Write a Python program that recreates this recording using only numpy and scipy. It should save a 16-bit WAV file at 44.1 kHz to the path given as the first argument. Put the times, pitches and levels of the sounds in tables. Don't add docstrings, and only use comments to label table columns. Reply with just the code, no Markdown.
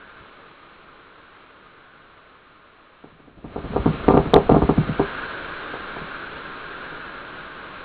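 import sys
import numpy as np
from scipy import signal
from scipy.fft import rfft, irfft
from scipy.io import wavfile

SR = 44100
rng = np.random.default_rng(int(sys.argv[2]) if len(sys.argv) > 2 else 0)


def pcm_store(signal):
    levels = np.round(np.clip(np.atleast_2d(signal), -1, 1) * 32767)
    wavfile.write(sys.argv[1], SR, levels.astype(np.int16).T)


N = 345744


def from_db(db):
    return 10 ** (np.asarray(db) / 20)


def rms_one(x):
    return x / np.sqrt(np.mean(x ** 2) + 1e-20)


def cut(x, hz, kind, order=2):
    return signal.sosfilt(signal.butter(order, hz, kind, fs=SR, output="sos"), x + 1e-18)


def add(out, start_s, sound):
    at = max(round(start_s * SR), 0)
    out[at:at + len(sound)] += sound[:N - at]


def noise(spectrum):
    hz, db = np.transpose(spectrum)
    bins_hz = np.fft.rfftfreq(N, 1 / SR) + 1e-9
    eq = from_db(np.interp(np.log(bins_hz), np.log(hz), db))
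    return rms_one(irfft(rfft(rng.standard_normal(N)) * eq, N))


def drift(rate_hz, order=2):
    return rms_one(cut(rng.standard_normal(N + SR), rate_hz, "low", order=order)[SR:])


def resonance(x, hz, width_hz):
    radius, angle = np.exp(-np.pi * width_hz / SR), 2 * np.pi * hz / SR
    feedforward = np.array([1, 0, -1]) * (1 - radius ** 2) / 2
    return signal.lfilter(feedforward, [1, -2 * radius * np.cos(angle), radius ** 2], x + 1e-18)


def ring(x, hz, t60_s):
    radius, angle = from_db(-60 / (t60_s * SR)), 2 * np.pi * hz / SR
    return signal.lfilter([0, np.sin(angle)], [1, -2 * radius * np.cos(angle), radius ** 2], x + 1e-18)


# start and let-go in seconds, relative jet and valve levels in dB.
SQUEEZE_CUES = [(-0.6, 3.12, -54.5, -49.5), (3.38, 4.8, -44, -44), (4.52, 8, -42, -32)]
# centre in seconds, boost or dip in dB.
FINGER_NUDGES = [(0.081, 4), (0.5, -4.5), (1.25, 2), (1.869, 5.5), (2.351, 3), (4.748, -3.5), (5.75, -1.5),
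                 (6.969, 3)]

def leak_envelopes(attack_s=.55, sag_db_per_s=2, release_db_per_s=13.5, valve_growth=1.7, nudge_s=.17):
    t = np.arange(N) / SR
    jet = valve = 1e-6
    for start_s, let_go_s, jet_db, valve_db in SQUEEZE_CUES:
        sag_db = sag_db_per_s * np.maximum(t - start_s - attack_s, 0)
        release_db = release_db_per_s * np.maximum(t - let_go_s, 0)
        pressure = np.clip((t - start_s) / attack_s, 0, 1) * from_db(-sag_db - release_db)
        jet = np.hypot(jet, from_db(jet_db) * pressure)
        valve = np.hypot(valve, from_db(valve_db) * pressure ** valve_growth)
    nudge_db = sum(db * np.exp(-((t - centre_s) / nudge_s) ** 2) for centre_s, db in FINGER_NUDGES)
    return 20 * np.log10(jet), 20 * np.log10(valve) + nudge_db


# frequency in Hz, relative level in dB.
JET_EQ = [(30, 6), (100, -2), (200, 1), (380, 3), (550, 2), (700, 0), (950, 2), (1200, 4.5), (1750, 0.5),
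          (2000, -2.5), (2200, -1.1), (3100, -5), (3900, -8.5), (5200, -14)]
# centre in Hz, width in Hz, mix level in dB.
HISS_COLOUR = [(150, 35, -2), (305, 60, -6), (435, 60, -3.5), (585, 40, -5), (1070, 60, -3),
               (1225, 50, -3.5), (1385, 60, -9), (1545, 50, -10), (1650, 40, -10)]

def escaping_air(jet_gain_db=7, valve_gain_db=-5, base_hz=1337, hz_per_db=19, half_width_hz=160):
    jet_db, valve_db = leak_envelopes()
    centre_hz = base_hz + hz_per_db * (valve_db - jet_db)
    phase = 2 * np.pi * np.cumsum(centre_hz) / SR
    stem = drift(half_width_hz, order=3) * np.cos(phase) + drift(half_width_hz, order=3) * np.sin(phase)
    valve = from_db(valve_db + valve_gain_db) * rms_one(stem)
    jet = from_db(jet_db + jet_gain_db) * noise(JET_EQ)
    flutter_db = .5 * drift(rate_hz=25)
    air = (jet + valve) * from_db(flutter_db)
    return air + sum(from_db(db) * resonance(air, hz, width_hz) for hz, width_hz, db in HISS_COLOUR)


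def room(x, wet_db, t60_s=.17, onset_s=.0048):
    t = np.arange(SR // 2) / SR
    fade_in = np.clip(t / onset_s - 1, 0, 1)
    tail = rng.standard_normal(len(t)) * fade_in * from_db(-60 * t / t60_s)
    return x + from_db(wet_db) * signal.fftconvolve(x, tail / np.linalg.norm(tail))[:N]


def rumble(level_db=-69.5, below_hz=130):
    return from_db(level_db) * drift(below_hz)


# start in seconds, relative level in dB, pitch of the thump in Hz.
FOLD_POPS = [(0.202, -36.5, 105), (3.0391, -31.5, 318), (3.121, -40, 165), (3.198, -41.5, 292),
             (3.277, -39.5, 302), (3.443, -25, 284), (3.56, -20, 365), (3.58, -26.5, 311),
             (3.64, -23.5, 258), (3.7047, -22, 182), (3.733, -29.5, 464), (3.761, -11.5, 400),
             (3.793, -13.5, 70), (3.859, -3.5, 268), (3.8767, -8, 177), (3.938, -23, 215),
             (4.0818, -0.9, 335), (4.103, -9, 420), (4.138, -4.5, 316), (4.137, -23, 140),
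             (4.1497, -5.5, 300), (4.171, -3, 363), (4.256, -16.5, 273), (4.3354, -3, 406),
             (4.36, -1.5, 386), (4.4934, -5, 396), (4.517, 0, 272), (4.521, -12.5, 150),
             (4.542, -13.5, 510), (4.555, -12, 85), (4.5624, -3, 310), (4.6191, -6.5, 320),
             (4.627, -6.5, 74.3), (4.691, -4, 316), (4.7794, -2, 168), (4.8914, -10.5, 165),
             (4.9955, -7.5, 352), (5.736, -26, 420), (5.964, -28, 420), (6.014, -26, 170),
             (6.339, -32.5, 64), (6.923, -32.5, 342)]

def buckling(gain_db=-29, taut_hz=340, edge_db=-4.5, edge_db_per_octave=14):
    out = np.zeros(N)
    kick = -signal.unit_impulse(SR // 4)
    edge = rms_one(cut(cut(kick, 550, "high", order=1), 1340, "low", order=8))
    for start_s, db, hz in FOLD_POPS + creases():
        swing = resonance(kick, hz, width_hz=55 + .42 * hz)
        thump = rms_one(cut(swing, 1.36 * hz, "low"))
        crisp_db = edge_db + edge_db_per_octave * np.log2(hz / taut_hz)
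        coupling_db = 20 * np.log10(min(hz / taut_hz, 1))
        pop = ball_ring(thump + from_db(crisp_db) * edge, coupling_db)
        add(out, start_s, from_db(db + gain_db) * pop)
    return out


# frequency in Hz, relative level in dB.
CAVITY_MODES = [(160, 8), (238, -5), (310, -23), (405, 1), (525, -3), (660, -17.5), (778, -3.5), (828, 8.5),
                (957, -5), (1070, 6), (1210, -1), (1360, -14.5)]

def ball_ring(pop, coupling_db, send_db=-48, t60_s=.084):
    mode_hz, mode_db = np.transpose(CAVITY_MODES)
    mode_hz = mode_hz * rng.normal(1, .01, len(mode_hz))
    mode_db = mode_db + rng.normal(0, 2, len(mode_db))
    ringing = sum(from_db(db) * ring(pop, hz, t60_s) for hz, db in zip(mode_hz, mode_db))
    return pop + from_db(send_db + coupling_db) * ringing


# delay in seconds, gain in dB.
EARLY_REFLECTIONS = [(.0042, 5.5), (.0065, -10.5), (0.011, -10), (.0199, -6.5)]

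def walls(x, band_hz=(55, 950)):
    out = x.copy()
    reflected = cut(x, band_hz, "band", order=1)
    for delay_s, db in EARLY_REFLECTIONS:
        add(out, delay_s, from_db(db) * reflected)
    return out


# frequency in Hz, relative level in dB.
RUB_EQ = [(20, -11.5), (45, 2), (90, -6), (170, -5), (260, -8.5), (450, -9), (700, -14.5), (1300, -33),
          (3000, -40.5)]

def rubbing(grip_rub_db=-34.5, drag_db=-23, lead_s=.0078, release_s=.047):
    t = np.arange(N) / SR
    power = from_db(grip_rub_db + grip_motion_db(t)) ** 2
    for pop_s, pop_db, _ in FOLD_POPS:
        fade = np.maximum((pop_s - t) / lead_s, (t - pop_s) / release_s)
        near = fade < 10
        power[near] += (from_db(pop_db + drag_db) * np.exp(-fade[near])) ** 2
    slips_db = 2.5 * drift(rate_hz=30)
    return np.sqrt(power) * from_db(slips_db) * noise(RUB_EQ)


def grip_motion_db(t, hold_from_s=3.67, hold_to_s=4.72, rise_db_per_s=53, fall_db_per_s=23):
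    return -rise_db_per_s * np.maximum(hold_from_s - t, 0) - fall_db_per_s * np.maximum(t - hold_to_s, 0)


def creases(count=56, from_s=3.2, per_s=30, base_db=-34, spread_db=2, centre_hz=260, spread_octaves=.21):
    start_s = from_s + (np.arange(count) + rng.random(count)) / per_s
    softness, pitch = rng.standard_normal((count, 2)).T
    level_db = base_db + grip_motion_db(start_s) - spread_db * softness
    pitch_hz = centre_hz * 2 ** (spread_octaves * pitch)
    return list(zip(start_s, level_db, pitch_hz))


# start in seconds, level in dB, pitch in Hz, length in seconds.
OVERLOAD_CUES = [(4.34, -2.5, 3540, 0.00159)]

def overload_crack(band_edge_hz, tick_db=-23):
    flips, ticks = np.zeros(N), np.zeros(N)
    for start_s, db, hz, length_s in OVERLOAD_CUES:
        t = np.arange(round(length_s * SR)) / SR
        add(flips, start_s, from_db(db) * (np.cos(2 * np.pi * hz * t) - 1) / 2)
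        tick = from_db([db + tick_db])
        add(ticks, start_s, tick)
        add(ticks, start_s + length_s, -tick)
    return cut(flips, band_edge_hz, "low", order=16) + ticks


def scene():
    hiss = room(escaping_air(), wet_db=-12)
    pops = room(walls(buckling()), wet_db=-9)
    return (hiss + pops + rubbing() + rumble())[None]


def record(dry):
    band_edge_hz = 4166
    clipped = np.clip(dry, -.95, .95)
    narrow = cut(clipped, band_edge_hz, "low", order=16)
    return cut(narrow + overload_crack(band_edge_hz), 15600, "low", order=12)


dry = scene()
out = record(dry)
pcm_store(out)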